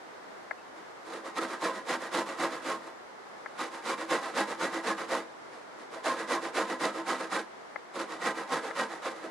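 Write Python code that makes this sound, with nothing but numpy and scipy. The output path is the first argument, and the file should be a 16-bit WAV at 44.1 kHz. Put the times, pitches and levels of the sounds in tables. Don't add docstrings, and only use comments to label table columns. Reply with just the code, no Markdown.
import sys
import numpy as np
from scipy import signal
from scipy.fft import rfft, irfft, next_fast_len
from scipy.io import wavfile

SR = 44100
rng = np.random.default_rng(int(sys.argv[2]) if len(sys.argv) > 2 else 0)


def undo_db(level):
    steps = np.asarray(level, float) / 20
    return 10 ** steps


def dump_mix(stems):
    frames = np.atleast_2d(stems).T
    limited = np.clip(frames, -1, 1)
    pcm = np.round(limited * 32767).astype(np.int16)
    wavfile.write(sys.argv[1], SR, pcm)


N = 410130
SIZE = next_fast_len(N + SR)
HZ = np.maximum(np.fft.rfftfreq(SIZE, 1 / SR), 1)

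# (frequency [Hz], width [Hz], level [dB])
PLATES = [(778, 58, -3.5), (829, 29, 2), (917.4, 15, 1.5), (1017, 10.8, 7), (1049, 61, -1.5),
          (1215, 13, 5.5), (1212, 28, 1.5), (1300, 33, 3.5), (1510, 21, -28), (1570, 23, 2.5),
          (1650, 9, -2), (1690, 29, -0.5), (1896, 46, -5.5), (1951, 38, 1)]


def rms_one(x):
    return x / np.sqrt(np.mean(x ** 2) + 1e-20)


def at_hz(points, hz=HZ):
    table_hz, values = np.array(points)[:, 0], np.array(points)[:, 1]
    return np.interp(np.log(hz), np.log(table_hz), values)


def coloured(x, gain):
    return irfft(rfft(x, SIZE) * gain, SIZE)[..., :N]


def drift(rate_hz):
    r = np.exp(-80 * np.pi * rate_hz / SR)
    noise = rng.standard_normal(N // 40 + 2002)
    slow = signal.lfilter([1], [1, -2 * r, r * r], noise)[2000:]
    return np.interp(np.arange(N) / 40, np.arange(len(slow)), rms_one(slow))


def resonance(x, hz, width_hz):
    r = np.exp(-np.pi * width_hz / SR)
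    poles = [1, -2 * r * np.cos(2 * np.pi * hz / SR), r * r]
    return signal.lfilter([(1 - r * r) / 2, 0, (r * r - 1) / 2], poles, x)


def bells(rows):
    s = np.arange(0, N + 64, 64) / SR
    at_s, value, length_ms = np.transpose(rows)[:, :, None]
    return s, np.exp(-((s - at_s) / length_ms * 2e3) ** 2), value


def hiss():
    # (frequency [Hz], density [dB per Hz])
    hiss_colour = [(25, -34), (100, -21.5), (200, -11.5), (400, -3.5), (900, -3.5), (1500, -8), (2100, -12),
                   (2500, -19.5), (5000, -24), (9000, -32.5), (14000, -45.5)]
    noise = rms_one(coloured(rng.standard_normal((2, N)), undo_db(at_hz(hiss_colour))))
    level_db = -47 + 0.36 * drift(2.9)
    return undo_db(level_db) * noise


def kitchen(x):
    # (frequency [Hz], t60 [s])
    room_decay = [(150, 0.31), (1000, 0.33), (8000, 0.071)]
    out = np.zeros((2, N))
    for side, lags_s in enumerate(rng.uniform(0.012, 0.027, (2, 6))):
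        loops = [undo_db(-60 * lag / at_hz(room_decay)) * np.exp(-2j * np.pi * HZ * lag) for lag in lags_s]
        out[side] = coloured(x, sum((-1) ** k * g / (1 - g) for k, g in enumerate(loops)))
    return out


def ticks():
    # (time [s], peak [dB], left over right [dB], share of top modes [dB], share of low modes [dB])
    slips = [
        (0.51, -18.5, 10, -3, -13),
        (3.46, -22, 7, -3, -9),
        (7.759, -17.5, 8, 6, -4),
        (8.71, -22, 11, 0, -3),
    ]
    # (frequency [Hz], level [dB])
    housing = [(620, 3.5), (810, 5), (1080, 0.5), (1320, 4.5), (1700, 0.5), (1880, -4), (2060, 0),
               (2250, -21), (4500, -29)]
    out, s = np.zeros((2, N)), np.arange(900) / SR
    shape = (1 - np.exp(-(s / 0.00078) ** 2)) * np.exp(-(s / 0.0061) ** 2)
    for at_s, peak_db, pan_db, top_db, low_db in slips:
        phases = rng.uniform(0, 2 * np.pi, len(housing))
        sound = np.zeros(len(s))
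        for (hz, db), phase in zip(housing, phases):
            mode_db = db + top_db * (hz > 2000) + low_db * (hz < 1500)
            sound += undo_db(mode_db) * np.sin(2 * np.pi * hz * s + phase)
        sound *= shape
        at = round(at_s * SR)
        pan = undo_db([[pan_db / 2], [-pan_db / 2]])
        out[:, at:at + len(s)] += undo_db(peak_db - 5.5) * sound / np.max(np.abs(sound)) * pan
    return out


def squeak():
    start_s, end_s = 0.575, 0.615
    corners_s = [start_s - 0.005, start_s, end_s, end_s + 0.005]
    sounding = np.interp(np.arange(N) / SR, corners_s, [0, 1, 1, 0])
    tone = rms_one(resonance(rng.standard_normal(N), hz=2620, width_hz=60.0))
    return undo_db(-64.5) * sounding * tone


def free_plate():
    # (time [s], level [dB], length [ms])
    ring_outs = [(1.679, -38, 79), (2.572, -38, 43), (2.729, -33.5, 69), (3.607, -44, 57), (3.931, -30, 62),
                 (4.131, -27.5, 57), (4.739, -43, 32), (4.906, -41, 59), (5.118, -48, 73), (6.111, -31, 70),
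                 (6.348, -35.5, 106), (7.124, -46, 70), (8.528, -36.5, 56), (9.067, -39, 39),
                 (4.19, -36, 45),
        (4.9, -33.5, 60),
        (6.385, -38, 42),
        (2.45, -36, 52),
        (6.64, -35, 28),
    ]
    # (frequency [Hz], level [dB])
    free_modes = [(1005, -6.5), (1072, 0)]
    s, rings, ring_db = bells(ring_outs)
    swell = np.sum(rings * undo_db(ring_db), axis=0)
    t = np.arange(N) / SR
    tones = np.zeros(N)
    for hz, db in free_modes:
        level = undo_db(db + 3.4 * drift(25.0))
        tones += level * np.sin(2 * np.pi * hz * t + 1.24 * drift(10.0))
    return np.interp(t, s, swell) * tones * undo_db(-1.5) * np.array([[1], [0.7]])


def catches():
    # (time [s], peak [dB])
    blow_rows = [
        (3.874, -32),
        (4.733, -32),
        (5.105, -33),
        (6.05, -37),
        (6.81, -28),
        (7.958, -45),
    ]
    at = [round(s * SR) for s, db in blow_rows]
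    peak_db = np.array(blow_rows)[:, 1]
    out = np.zeros(N)
    for hz, width_hz, db in PLATES:
        blows = np.full(N, 1e-18)
        blows[at] = undo_db(peak_db + db - 32.0 + 2.4 * rng.standard_normal(len(at)))
        out += resonance(blows, hz, 2.8 * width_hz) * SR / (np.pi * width_hz)
    return signal.sosfilt(signal.butter(4, 2400, fs=SR, output="sos"), out)


def snaps(per_s, spread_db):
    sizes = undo_db(spread_db * np.minimum(rng.exponential(1, (2, N)), 5))
    signed = sizes * rng.choice([-1, 1], (2, N))
    return rms_one(signed * (rng.random((2, N)) < per_s / SR)) + 1e-9


def sheet():
    s = np.arange(6000) / SR
    wash = rng.standard_normal((2, len(s))) * undo_db(-60 * s / 0.046)
    trail = undo_db(-8) / np.sqrt(np.sum(wash[0] ** 2))
    return 1 + trail * rfft(wash, SIZE) / (1 + (2000 / HZ) ** 4)


def effort():
    # (time of greatest speed [s], rasp [dB], rise [ms], weight on the grater [dB])
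    down = [(1.392, -40.5, 46.5, 1.5), (1.648, -41.5, 51, 0), (1.909, -41, 53, -2), (2.161, -37.5, 47.6, 0),
            (2.417, -40.5, 46, 1.5), (3.61, -44, 44, -3), (3.894, -39.5, 67, -3), (4.12, -39, 39, 0),
            (4.384, -38.5, 53, 0.5), (4.627, -41, 49, 0.5), (4.879, -41, 56, 1.5), (6.063, -38.5, 27, .5),
            (6.325, -39, 60, -.5), (6.572, -38.5, 38, 0), (6.84, -41, 52, 1.5), (7.094, -40.5, 41, 0),
            (7.335, -40.5, 34, -1.5), (8.267, -40.5, 70, .5), (8.538, -40.5, 61, .5), (8.799, -41, 63, -.5),
            (9.063, -45.5, 52, 0.5)]
    # (start [s], rasp [dB], length [ms], weight [dB])
    up = [(1.23, -51.5, 105, 0.5), (1.454, -49.5, 155, -2), (1.705, -51.5, 141, -0.5), (1.976, -50, 154, 0),
          (2.232, -49.5, 160, -.5), (2.478, -48.5, 144, -1), (3.7, -51, 122, -4.5),
          (3.955, -47.5, 125, -1.5), (4.18, -48, 174, -0.5), (4.449, -46, 132, -1.5),
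          (4.697, -46.5, 138, 0), (4.948, -48, 131, 0.5), (5.9, -53, 122, 3), (6.145, -47, 135, 0),
          (6.396, -47, 131, 0), (6.657, -47, 126, 3), (6.916, -50, 138, 2), (7.156, -47, 146, -1),
          (8.068, -49, 128, 1), (8.332, -49.5, 150, 0), (8.593, -49.5, 163, 0.5), (8.858, -52.5, 164, .5),
          (9.108, -60, 200, 2.5), (9.205, -56.5, 113, 4.5)]
    # (time [s], rasp [dB], rise [ms], fall [ms], weight [dB])
    touches = [(.78, -65, 43, 70, 3.5), (1.068, -57.5, 28, 86, 0), (1.138, -53, 99, 96, 2),
               (1.425, -50, 22, 41, -6), (2.693, -44, 86, 98, -0.5), (2.872, -60, 140, 73, 2.5),
               (3.555, -68, 250, 50, -6), (5.126, -40.5, 51, 102, 2.5), (5.539, -62, 40, 130, -2),
               (5.803, -61, 46, 76, 0), (6.812, -43.5, 18, 30, -0.5), (7.96, -47.5, 26, 40, 1),
               (7.997, -44.5, 22, 70, 0)]
    # (plates [dB], box [dB])
    down_body_db, up_body_db, touch_body_db = (11.5, 6), (13, 7), (10, 7)
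    down_ms = 136.9
    up_rise = 0.38
    strokes = []
    for at, db, rise, weight in down:
        strokes.append((at, db, rise, down_ms - rise, weight, *down_body_db))
    for at, db, ms, weight in up:
        rise = up_rise * ms
        strokes.append((at + rise / 1e3, db, rise, ms - rise, weight, *up_body_db))
    for row in touches:
        strokes.append((*row, *touch_body_db))
    peak_s, rasp_db, rise_ms, fall_ms, weight_db, plates_db, box_db = np.transpose(strokes)[:, :, None]
    s = np.arange(0, N + 64, 64) / SR
    away = np.where(s < peak_s, (peak_s - s) / rise_ms, (s - peak_s) / fall_ms) * 1e3
    level_db = rasp_db - 20 * away ** 1.763
    over_rasp_db = (0, plates_db + 0.57 * weight_db, box_db + weight_db)
    gains = [np.sqrt(np.sum(undo_db(level_db + over_db) ** 2, axis=0)) for over_db in over_rasp_db]
    return [np.interp(np.arange(N) / SR, s, g) for g in gains]


def body(modes, force, gain, wander_db):
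    driven = gain * force
    rings = 0
    for k, (hz, width_hz, db) in enumerate(modes):
        wandering = driven * undo_db(wander_db * drift(4.0))
        rings = rings + (-1) ** k * undo_db(db) * resonance(wandering, hz, width_hz)
    return rms_one(rings) * np.sqrt(np.mean(gain ** 2))


def grating():
    # (time [s], depth [dB], length [ms])
    skip_rows = [
        (1.402, -9.5, 26),
        (2.165, -5.5, 25),
        (6.088, -1.5, 30),
        (6.265, -6, 16),
        (3.915, -2, 13),
    ]
    # (frequency [Hz], density [dB per Hz])
    rasp_colour = [(120, -36), (200, 3.5), (500, -2), (1400, 7), (2100, 0), (2600, -4.5), (4200, -5.5),
                   (5000, -9), (8000, -12), (10500, -17), (14000, -38.5)]
    # (frequency [Hz], width [Hz], level [dB])
    box_modes = [(152.7, 12, -20.5), (208.8, 9.6, -6.5), (253.8, 7.3, -9), (328.5, 15.8, 2.5),
                 (393, 32, -13), (449.4, 28.7, -2), (536, 41, -3.5), (649, 21, -2)]
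    # (frequency [Hz], width [Hz], level [dB])
    web_modes = [(2357, 42, -7.5), (2800, 64, -7), (2965, 35, -7.5), (3286, 37, -17), (3950, 71, -25),
                 (5760, 18, -37)]
    rasp, plates, box = effort()
    s, skips, depth_db = bells(skip_rows)
    contact = undo_db(np.interp(np.arange(N) / SR, s, np.sum(skips * depth_db, axis=0)))
    force = snaps(per_s=7000, spread_db=2.5) * undo_db(1.0 * drift(33.0)) * contact

    torn = rms_one(coloured(force * rasp, undo_db(at_hz(rasp_colour)) * sheet()))
    tearing = undo_db(8.0) * torn * np.sqrt(np.mean(rasp ** 2))
    ringing = undo_db(-3.0) * body(PLATES, force, plates, wander_db=1.84)
    ringing += undo_db(1.5) * body(box_modes, force, box, wander_db=1.53)
    ringing += undo_db(-10.5) * body(web_modes, force, rasp, wander_db=3.0)
    grater = tearing + ringing + free_plate() + catches()
    return signal.sosfilt(signal.butter(3, 150.0, "high", fs=SR, output="sos"), grater)


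def spread(pair):
    # (frequency [Hz], left-right likeness [0 to 1])
    likeness = [(60, 1), (180, 1), (520, 1), (1550, 0.96), (4580, 0.6), (13500, -0.0)]
    # (frequency [Hz], left over right [dB])
    balance = [(200, -1.9), (6000, -2), (13000, -3)]
    alike = np.clip(at_hz(likeness), -0.99, 0.99)
    lean = undo_db(at_hz(balance) / 2)
    mid, side = rfft(pair, SIZE) * np.sqrt([(1 + alike) / 2, (1 - alike) / 2])
    return irfft([(mid + side) * lean, (mid - side) / lean], SIZE)[:, :N]


def scene():
    pair = grating()
    grater = spread(pair) + undo_db(-36) * kitchen(pair[0])
    return grater + ticks() + squeak() + hiss()


def top_cut(x):
    return signal.sosfilt(signal.butter(12, 14120, fs=SR, output="sos"), x)


def record(dry):
    # (from time [s], top [Hz])
    band_top = [(0, 14300), (.59, 13550), (3.07, 12850), (5.27, 12150)]
    out, spectrum = np.zeros_like(dry), rfft(dry, SIZE)
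    for s, top_hz in band_top:
        start = round(s * SR)
        out[:, start:] = irfft(spectrum * (HZ < top_hz), SIZE)[:, start:N]
    return top_cut(out)


dry = scene()
out = record(dry)
dump_mix(out)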